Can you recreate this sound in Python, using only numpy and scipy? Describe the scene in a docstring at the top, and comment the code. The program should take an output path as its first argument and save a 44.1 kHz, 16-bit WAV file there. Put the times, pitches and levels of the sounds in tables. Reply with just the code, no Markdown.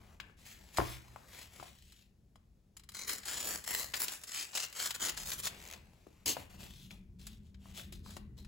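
"""A utility knife slits a paper mailer in short pushes: dense random fibre snaps, filtered by paper resonances.
Before that the mailer is turned over and bumped on a desk: soft slides of noise grains, knocks and desk modes.
Afterwards the slider ticks, a card is whisked out in one quick scrape, and it is turned in the hands.
A small room answers with filtered noise; beneath lie a low rumble, a faint hiss and a distant motor's drone.
A close stereo microphone hears it, leaning left through most of its range."""
import sys
import numpy as np
from scipy import signal
from scipy.fft import rfft, irfft, next_fast_len
from scipy.io import wavfile
from scipy.ndimage import uniform_filter1d

SR = 44100
rng = np.random.default_rng(int(sys.argv[2]) if len(sys.argv) > 2 else 0)


def master_out(mix):
    """Clip the mix to full scale and print it as 16-bit PCM to the path in sys.argv[1]."""
    frames = np.transpose(np.atleast_2d(mix))
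    ceiling = np.clip(frames, -1, 1)
    pcm = np.round(ceiling * 32767).astype(np.int16)
    wavfile.write(sys.argv[1], SR, pcm)


N = 373659
TIME = np.arange(N) / SR  # seconds


def amp(db):
    """Decibels to gain."""
    return 10 ** (np.asarray(db) / 20)


def evened(x):
    """Scales to rms 1."""
    return x / np.sqrt(np.mean(x ** 2) + 1e-20)


def read(points, hz):
    """Reads a table on a log-frequency axis."""
    f, value = np.transpose(points)
    return np.interp(np.log(hz + 1), np.log(f + 1), value)


def follow(points):
    """Reads a table of (seconds, value) along the whole scene."""
    return np.interp(TIME, *np.transpose(points))


def add(mix, s, sound):
    """Mixes a sound in at time s."""
    part = mix[..., max(round(s * SR), 0):][..., :sound.shape[-1]]
    part += sound[..., :part.shape[-1]]


def band(x, edges_hz, kind, order=2):
    """Causal low-, high- or band-pass."""
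    edges_hz = np.clip(edges_hz, 10, .49 * SR)
    return signal.sosfilt(signal.butter(order, edges_hz, kind, fs=SR, output="sos"), x)


def colour(x, points, size=8192):
    """Causal, minimum-phase filter with the given spectrum."""
    log_gain = np.log(amp(read(points, abs(np.fft.fftfreq(size, 1 / SR)))))
    response = np.exp(np.conj(signal.hilbert(log_gain)))
    impulse = np.fft.ifft(response).real[:size // 2]
    return signal.oaconvolve(x, impulse)[:len(x)]


def resonate(x, hz, width_hz):
    """One resonance of gain 1 at its peak."""
    return signal.lfilter(*signal.iirpeak(min(hz, .45 * SR), hz / min(width_hz, .3 * SR), SR), x)


def ring(x, modes):
    """A sound together with the resonances that it excites."""
    return x + sum(amp(db) * resonate(x, hz, width) for hz, width, db in modes)


def glide(x, pitches, width_hz):
    """A resonance that follows a pitch curve: shift the pitch down to zero, low-pass, shift back."""
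    turn = np.exp(2j * np.pi * np.cumsum(follow(pitches)) / SR)
    r = np.exp(-np.pi * width_hz / SR)
    return 2 * (turn * signal.lfilter([1 - r], [1, -r], x / turn)).real


def burst(db, modes, decay_s, tail, apart):
    """A sudden crackle of a few milliseconds into a set of resonances, left and right."""
    t = np.arange(SR // 20) / SR
    shared, own = rng.standard_normal((2, len(t)))
    onset = 1 - np.exp(-t / .001)
    shape = onset * (np.exp(-t / decay_s) + tail * np.exp(-t / .007))
    pair = ring(shape * (shared + np.array([[1], [-1]]) * apart * own), modes)
    return amp(db) * pair / np.linalg.norm(pair[0])  # db sets the energy of the left side


def fibres(per_s, spread_db, tugs_per_s, tug_size, tug_s):
    """Tiny fractures of random size; they surge each time the paper catches and lets go, then die away."""
    kicks = (rng.random(N) < tugs_per_s / SR) * rng.uniform(0, 1.29, N)
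    t = np.arange(SR // 10) / SR
    tug = t / tug_s * np.exp(1 - t / tug_s)
    surge = 1 + tug_size * signal.oaconvolve(kicks, tug)[:N]
    surge /= uniform_filter1d(surge, SR // 20)  # the hand keeps the mean force steady
    sizes = amp(spread_db * np.minimum(rng.exponential(1, N), 4)) * surge
    snapped = rng.random(N) < per_s / SR
    return evened(sizes * rng.choice([-1, 1], N) * snapped)


def stroke(start_s, length_s, rise_s, release_s):
    """Pressure builds over the rise (at once if it is negative) and dies away after the stroke's length."""
    t = TIME - start_s
    build = np.clip(t / max(rise_s, 1 / SR), 0, 1)
    return build * np.exp(-np.clip((t - length_s) / release_s, 0, 20))


def friction(strokes, releases_s, grains):
    """Grains sorted by pitch into flutter, rasp and fizz; the strokes set the force of each."""
    flutter = evened(band(grains, 870, "low", order=3))
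    rasp = evened(band(grains, [1300, 8800], "band", order=3))
    fizz = evened(band(grains, [8800, 18000], "band", order=3))
    start, length, rise, force_db, flutter_db, fizz_db = np.transpose(strokes)
    pressure = np.array([stroke(*timing) for timing in zip(start, length, rise, releases_s)])
    gains = amp([force_db, force_db + flutter_db, force_db + fizz_db])
    mid, low, high = np.sqrt(gains ** 2 @ pressure ** 2)  # overlapping strokes add as power
    return mid * rasp + low * flutter + high * fizz


def flex(x, depth_db, size=512):
    """The bending sheet radiates in shallow, shifting lobes, a little differently to each side."""
    z = signal.stft(x, SR, nperseg=size, noverlap=size * 3 // 4)[2]
    lobes = rng.standard_normal((3,) + z.shape)
    for _ in range(2):  # smooth over pitch, then over time
        lobes = uniform_filter1d(uniform_filter1d(lobes, size=3, axis=1), size=40, axis=2)
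    shared, lean, lag = evened(lobes)
    side = np.array([1, -1])[:, None, None]
    z = z * amp(depth_db * (shared + .7 * side * lean)) * np.exp(.5j * side * lag)
    y = signal.istft(z, SR, nperseg=size, noverlap=size * 3 // 4)[1][:, :N]
    return evened(y) * np.std(x)


def background():
    """Low rumble of room and desk, nearly alike on both sides, with a motor's wavering drone and faint hiss."""
    # Rumble level. Each row: time in seconds, level in dB.
    rumble_level = [(0, -60.5), (1.6, -63.5), (2.7, -65), (3.9, -60.5), (4.25, -70.5), (4.7, -71),
                    (5.2, -55), (6.15, -64), (6.6, -55), (7.6, -56), (8.0, -50.5), (8.47, -53)]
    # Rumble spectrum. Each row: frequency in Hz, gain in dB.
    rumble_colour = [(15, -17.5), (35, -3.5), (48, 2.5), (61, 1.5), (72, 3.5), (100, -5), (120, -2.5),
                     (155, -8), (205, -4.5), (260, -18.5), (400, -22), (700, -54.5), (1500, -50.5),
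                     (4000, -76.5)]
    # Pitch of a faint motor beyond the room that idles, then revs twice. Each row: time in seconds, pitch in Hz.
    drone_pitch = [(7.22, 186), (7.3, 216), (7.55, 196), (7.8, 193), (8.2, 209)]
    # Hiss spectrum. Each row: frequency in Hz, gain in dB.
    hiss_colour = [(30, -4), (300, 1.5), (600, -2.5), (1200, -13.5), (3000, -16), (8000, -16.5),
                   (16000, -20)]
    drone_start_s, drone_rise_s, drone_db, hiss_db = 6.25, 0.55, -60, -79

    shared, apart = (evened(colour(rng.standard_normal(N), rumble_colour)) for _ in range(2))
    rumble = amp(follow(rumble_level)) * (shared + np.array([[.13], [-.13]]) * apart)

    waver = 1 + 0.63 * evened(band(rng.standard_normal(N), 9.1, "low"))
    swell = amp(drone_db) * np.clip((TIME - drone_start_s) / drone_rise_s, 0, 1)
    drone = swell * waver * np.sin(2 * np.pi * np.cumsum(follow(drone_pitch)) / SR)

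    both, left, right = (evened(colour(rng.standard_normal(N), hiss_colour)) for _ in range(3))
    hiss = amp(hiss_db) * evened(both + np.array([left, right]))
    return rumble + drone + hiss


def room(x, size=256):
    """Diffuse reflections from the walls: noise that fades in softly and dies at its own rate in each band."""
    # Reverberation. Each row: frequency in Hz, time to fall by 60 dB in seconds.
    room_t60 = [(100, 0.87), (500, 0.24), (2000, 0.57), (6000, 0.12), (16000, 0.16)]
    hz, t, z = signal.stft(rng.standard_normal((2, SR // 2)), SR, nperseg=size)
    decay = amp(-60 * t / read(room_t60, hz)[:, None])
    tail = signal.istft(z * decay, SR, nperseg=size)[1]
    tail *= np.clip(np.arange(tail.shape[1]) / SR / 0.0088, 0, 1) ** 2
    return signal.fftconvolve(x, tail / np.linalg.norm(tail[0]), axes=1)[:, :N]


def desk():
    """The desk top booms under the heavier blows: a sum of decaying sine modes."""
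    # Blows that reach the desk top. Each row: time in seconds, relative level in dB.
    thumps = [(.787, -22.5), (0.805, -27), (1.6, -45), (6.268, -37), (6.371, -44), (6.631, -44),
              (7.924, -41.5), (8.166, -40.5)]
    # Modes of the desk top. Each row: pitch in Hz, relative level in dB, time to fall by 60 dB in seconds.
    desk_modes = [(62.1, -5, 0.2), (88, -3, 0.2), (122, -9.5, .42), (185.1, -11, 0.4), (267.6, -9, 0.1),
                  (340, -6.5, 0.11), (547, -14, 0.051)]
    out, t = np.zeros(N), np.arange(SR) / SR
    boom = sum(amp(level - 60 * t / t60) * np.sin(2 * np.pi * hz * t) for hz, level, t60 in desk_modes)
    for s, db in thumps:
        add(out, s, amp(db - 6.5) * boom)
    return band(out, 51, "high")


def taps():
    """A stiff edge is struck: a heavily damped knock and a short papery rattle."""
    # Taps of card, knife and fingers. Each row: time in seconds, relative level in dB,
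    # pitch of the struck spot in Hz.
    tap_list = [(0.199, -30.5, 1530), (0.201, -26.5, 2480), (0.296, -50, 1262), (0.784, -12, 840),
                (0.793, -20.5, 401), (0.801, -18.5, 1010), (0.812, -27, 813), (0.82, -25.5, 401),
                (1.16, -32.5, 900), (1.598, -34.5, 1050), (1.626, -34, 789), (1.68, -42, 2497),
                (2.357, -47, 810), (3.937, -21.5, 2000), (4.082, -19, 3380), (6.067, -41, 407),
                (6.367, -25, 680), (6.631, -37, 3660), (6.907, -34.5, 2450), (7.656, -43, 910),
                (7.795, -35, 1880), (8.061, -40.5, 1034), (8.093, -44.5, 813), (8.167, -36, 800)]
    out, t = np.zeros((2, N)), np.arange(SR // 10) / SR
    rattle_decay = 0.063 * np.exp(-t / 0.0045) + 0.027 * np.exp(-t / .012)
    for s, db, hz in tap_list:
        rattle = rng.standard_normal((2, len(t))) * rattle_decay
        strike = band(signal.unit_impulse(len(t)) + rattle, 3 * hz, "low")
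        knock = resonate(strike, hz, 0.48 * hz)
        add(out, s + .001, amp(db - 3.5) * (knock / abs(knock).max() + 0.94 * rattle))
    return out


def handling():
    """Paper slides softly over desk and skin; a firmer slide is brighter."""
    # Slides on the desk and under fingers. Each row: start in seconds, length in seconds, rise in seconds,
    # relative force in dB, flutter of the sheet in dB re force.
    slides = [(0, 0.14, 0.0054, -70, 7), (.2, .11, 0.011, -76, 10.5), (0.366, 0.47, 0.024, -65.5, -2.5),
              (.449, 0.073, 0.0059, -56, -13), (0.717, 0.22, 0.077, -50, -6.5),
              (.98, 0.44, 0.017, -67.5, 2.5), (1.249, .18, .14, -54, -9), (1.477, 0.21, 0.084, -59.5, -1.5),
              (1.699, 0.32, .03, -68.5, -21), (5.481, 0.27, 0.012, -60, 1.5), (5.758, .48, .02, -74.5, 4.5),
              (6.34, .07, 0.034, -56, 3), (6.493, .06, 0.006, -63.5, 3.5), (6.574, .08, .03, -56, -1.5),
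              (6.658, 0.2, 0.033, -62.5, -12.5), (6.899, 0.025, 0.0065, -61, 3),
              (7.186, .14, .012, -64, -8), (7.414, 0.059, .05, -75, -4), (7.582, 0.12, 0.14, -62, 0),
              (7.731, 0.052, 0.06, -48, -4.5), (7.92, .02, .004, -60, -10.5), (8.028, 0.12, 0.04, -60, -5),
              (8.366, 0.03, 0.011, -64, -1.5)]
    # Resonances of the sheet. Each row: pitch in Hz, width in Hz, level in dB.
    sheet = [(2180, 290, -20), (3750, 2200, -7), (7100, 1200, -11.5)]
    # The swish peaks at a pitch that shifts with the grip. Each row: time in seconds, pitch in Hz.
    gap = [(.45, 2300), (.9, 2350), (1.35, 1800), (1.8, 3120), (2.15, 2665), (6.5, 2460), (6.8, 3550),
           (7.45, 3300), (7.7, 2600), (7.85, 3600), (8.4, 4100)]
    # Spectrum of the slides. Each row: frequency in Hz, gain in dB.
    slide_colour = [(60, -16), (250, -1), (500, -1.5), (1000, -0.5), (1500, 0), (3000, 3.5), (5500, 4.5),
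                    (8000, 6.5), (12000, 9), (16000, 6)]
    release_s = 0.037
    fizz_db, fizz_per_db = -7, 0.12  # fizz re force at a force of -60 dB, and its gain for each dB of force

    strokes = [(*row, fizz_db + fizz_per_db * (row[3] + 60)) for row in slides]
    grains = fibres(per_s=9000, spread_db=2.8, tugs_per_s=50, tug_size=.8, tug_s=.0015)
    grains = ring(grains, sheet) + amp(6) * glide(grains, gap, width_hz=1000)
    slide = colour(friction(strokes, [release_s] * len(strokes), grains), slide_colour)
    return amp(-3.5) * flex(slide, depth_db=1.3)


def slider():
    """Small plastic ticks over near-even notches, harder as it goes, as the blade is drawn back in."""
    # Resonances of the slider. Each row: pitch in Hz, width in Hz, level in dB.
    slider_modes = [(2180, 680, 5), (4020, 500, -5), (6300, 920, 4.5)]
    start_s, end_s, notch_count = 5.602, 5.736, 12
    first_db, last_db, spread_db = -33, -21, 1
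    out = np.zeros((2, N))
    times = np.linspace(start_s, end_s, notch_count)
    levels = np.linspace(first_db, last_db, notch_count)
    for s, db, (late, harder) in zip(times, levels, rng.standard_normal((notch_count, 2))):
        tick = burst(db + spread_db * harder, slider_modes, decay_s=.0012, tail=.03, apart=.4)
        add(out, s + .001 * late, tick)
    return out


def whisk():
    """The card scrapes quickly out past the cut edge: one stroke of very dense grains."""
    # The stroke: start in seconds, length in seconds, rise in seconds (negative: at once),
    # relative force in dB, flutter in dB re force, fine fizz in dB re force.
    pull = (6.259, .053, -0.0954, -36, -8, 2.5)
    # Resonances of the card. Each row: pitch in Hz, width in Hz, level in dB.
    card = [(695, 130, -32.5), (4350, 190, 1), (4980, 250, 2), (6500, 300, 1), (7250, 590, -2)]
    # Spectrum of the scrape. 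Each row: frequency in Hz, gain in dB.
    scrape_colour = [(60, -16.5), (250, 4.5), (700, -3), (1300, -7), (3000, 4), (16000, -1)]
    release_s = .33 * pull[1]  # a share of its length
    grains = fibres(per_s=21000, spread_db=4.0, tugs_per_s=140, tug_size=0.84, tug_s=0.0017)
    scrape = colour(friction([pull], [release_s], ring(grains, card)), scrape_colour)
    return flex(scrape, depth_db=1.8)


def snaps():
    """Crisp snaps of paper and tape: a bundle of fibres gives way and jolts the blade into ringing."""
    # The snaps. Each row: time in seconds, relative level in dB, treble in dB.
    snap_list = [(0.2011, -32, -9), (0.7711, -16.5, -0.5), (1.6, -38, -10.5), (1.629, -39, -8),
                 (1.921, -43.5, 3.5), (2.356, -46.5, -5), (2.7673, -35.5, 6), (2.7947, -40.5, 1),
                 (2.8355, -43.5, 2.5), (2.889, -33, 3.5), (2.9183, -40, 2.5), (3.0931, -19, 2.5),
                 (3.1211, -27.5, -4), (3.2325, -32.5, -8.5), (3.255, -31, 8.5), (3.6395, -33.5, 7.5),
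                 (3.9391, -14.5, -17), (4.2357, -32.5, 8.5), (4.532, -30.5, -6.5), (4.573, -17, -1),
                 (4.726, -34, 4.5), (4.799, -27, -11), (4.9059, -20.5, 1), (4.9467, -26, 4),
                 (5.0487, -23, 6.5), (5.0841, -23.5, 5), (5.1743, -25, 2.5), (5.3176, -20.5, -3),
                 (5.4326, -28.5, 3), (5.469, -18.5, 1.5), (5.736, -33, -3), (6.368, -35, -12),
                 (7.2674, -33, 8), (7.5434, -44.5, -11), (7.9237, -36, 5), (8.105, -36, 0),
                 (8.1659, -32.5, 2.5), (8.4466, -42, -3)]
    # Resonances of the blade. Each row: pitch in Hz, width in Hz, level in dB.
    blade = [(1762, 240, -7.5), (2600, 130, -9), (4000, 320, -5.5), (5020, 190, 2), (7100, 610, 7.5),
             (7800, 930, 1.5)]
    # Spectrum of the snaps. Each row: frequency in Hz, gain in dB.
    snap_colour = [(100, -34.5), (500, -4), (1500, 3.5), (4000, 3.5), (7000, -6), (10000, -1), (16000, -6)]
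    out = np.zeros((2, N))
    for s, db, treble_db in snap_list:
        crack = burst(db + 11.5, blade, decay_s=0.00031, tail=0.15, apart=0.56)
        body = band(crack, 5600, "low", order=3)
        treble = band(crack, 6500, "high", order=3)
        add(out, s + .0005, body + amp(treble_db) * treble)
    return np.array([colour(side, snap_colour) for side in out])


def knife():
    """The blade tears through the fold fibre by fibre, push after push, over a quiet drag in the slit."""
    # Pushes of the blade. Each row: start in seconds, length in seconds, rise in seconds,
    # relative force in dB, flutter of the sheet in dB re force, fine fizz in dB re force.
    pushes = [(2.935, 0.097, 0.015, -47.5, -14, -7.5), (3.064, 0.074, 0.017, -42, -14.5, -2),
              (3.149, 0.042, .005, -54, -11, -4), (3.246, 0.18, 0.032, -43.5, -9.5, -4),
              (3.428, 0.12, 0.029, -44, -4.5, 0), (3.651, 0.16, 0.043, -41.5, -9.5, -1),
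              (3.935, 0.042, 0.0053, -44.5, -13, -2.5), (3.982, 0.055, 0.028, -40, -16, 3),
              (4.037, 0.11, 0.011, -47.5, -13.5, -5), (4.27, 0.054, 0.0054, -51, -22.5, -7),
              (4.307, 0.12, 0.046, -42, -21.5, -6.5), (4.533, 0.05, 0.025, -38.5, -13.5, -5.5),
              (4.588, 0.061, .015, -41.5, -15, -8), (4.737, 0.12, 0.083, -38.5, -16, -5.5),
              (4.879, 0.032, 0.032, -44.5, -16, -5), (4.94, .022, 0.0035, -45, -13, -6),
              (4.994, 0.096, 0.019, -38.5, -11.5, -5), (5.157, 0.074, 0.011, -47, -13, -5),
              (5.242, 0.095, 0.033, -44, -13, -1), (5.374, 0.032, .008, -48, -12.5, -0.5),
              (5.418, 0.054, 0.037, -39.5, -17.5, -4.5)]
    # The blade drags steadily in the slit beneath the pushes: one row, same columns (negative rise: at once).
    drag = (3, 2.5, -2.3, -62, -8.5, -4.5)
    # Resonances of the mailer. Each row: pitch in Hz, width in Hz, level in dB.
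    mailer = [(750, 940, -3), (4240, 220, -6.5), (5000, 130, -13), (7160, 670, -4)]
    # The slit flap mostly rings higher as its uncut part shortens. Each row: time in seconds, pitch in Hz.
    flap = [(2.95, 1764), (3.7, 1990), (4.3, 2015), (4.8, 3120), (5.35, 2920), (5.47, 3560)]
    # Spectrum of the cut. Each row: frequency in Hz, gain in dB.
    cut_colour = [(60, -39), (150, -2.5), (300, 0.5), (700, -1.5), (1400, 0), (2500, -3), (5500, 2.5),
                  (8000, 4), (9500, 5), (12000, 4), (16000, 3)]

    grains = fibres(per_s=5000, spread_db=3.4, tugs_per_s=140, tug_size=.9, tug_s=.0014)
    grains = ring(grains, mailer) + amp(3.0) * glide(grains, flap, width_hz=310)
    releases_s = [0.25 * push[1] for push in pushes]  # a share of each push's length
    releases_s.append(releases_s[-1])  # the drag lets go like the last push
    cut = colour(friction([*pushes, drag], releases_s, grains), cut_colour)
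    return flex(cut, depth_db=2.3)


def hollow(x):
    """The first bites sound hollow: a close reflection combs the treble and is lost as the slit opens."""
    delay_s, full_share, above_hz = .001, .65, 2500
    end_s, fade_s = 3.3, .25
    echo = np.array([np.interp(TIME - delay_s, TIME, side, left=0) for side in x])
    echo = band(echo, above_hz, "high", order=1)
    share = full_share * np.clip((end_s - TIME) / fade_s, 0, 1)
    return (x + share * echo) / np.sqrt(1 + share ** 2)


def scene():
    """Everything on the desk, with the room answering."""
    paper = hollow(knife() + snaps()) + whisk() + handling() + slider()
    knocks = taps() + desk()
    echo = room(amp(-13) * paper + amp(-12) * knocks)
    return paper + knocks + echo + background()


def record(dry):
    """The stereo pair mostly leans left; its treble is one signal spread by phase; then the band limit."""
    # Left minus right. 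Each row: frequency in Hz, level difference in dB.
    balance = [(60, 3), (130, -1.5), (280, 6.5), (1000, 4), (2200, 4.5), (4000, 5), (5800, 4), (6600, 2.5),
               (16000, 0)]
    # Lead of the right channel in the treble. Each row: frequency in Hz, phase in turns.
    lead = [(7350, 0), (8850, .5), (9350, .5), (10950, 1), (11600, 1), (13000, 1.5), (13650, 1.5),
            (15000, 2)]
    edge_hz = 15900
    size = next_fast_len(N + 4096)
    hz, (left, right) = np.fft.rfftfreq(size, 1 / SR), rfft(dry, size)
    twist = 2 * np.pi * np.interp(hz, *np.transpose(lead))
    # above 6300 Hz the sides differ only where the twist is away from a half turn
    width = np.where(hz < 6300, 1, abs(np.sin(twist)))
    mid, side = (left + right) / 2, width * (left - right) / 2
    lean = amp(read(balance, hz) / 2)
    pair = np.array([(mid + side) * lean, (mid - side) / lean * np.exp(1j * twist)])
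    pair = irfft(pair, size)[:, :N]
    low_pass = signal.firwin(401, edge_hz, window=("kaiser", 8), fs=SR)
    return signal.oaconvolve(pair, low_pass[None], "same")


dry = scene()
out = record(dry)
master_out(out)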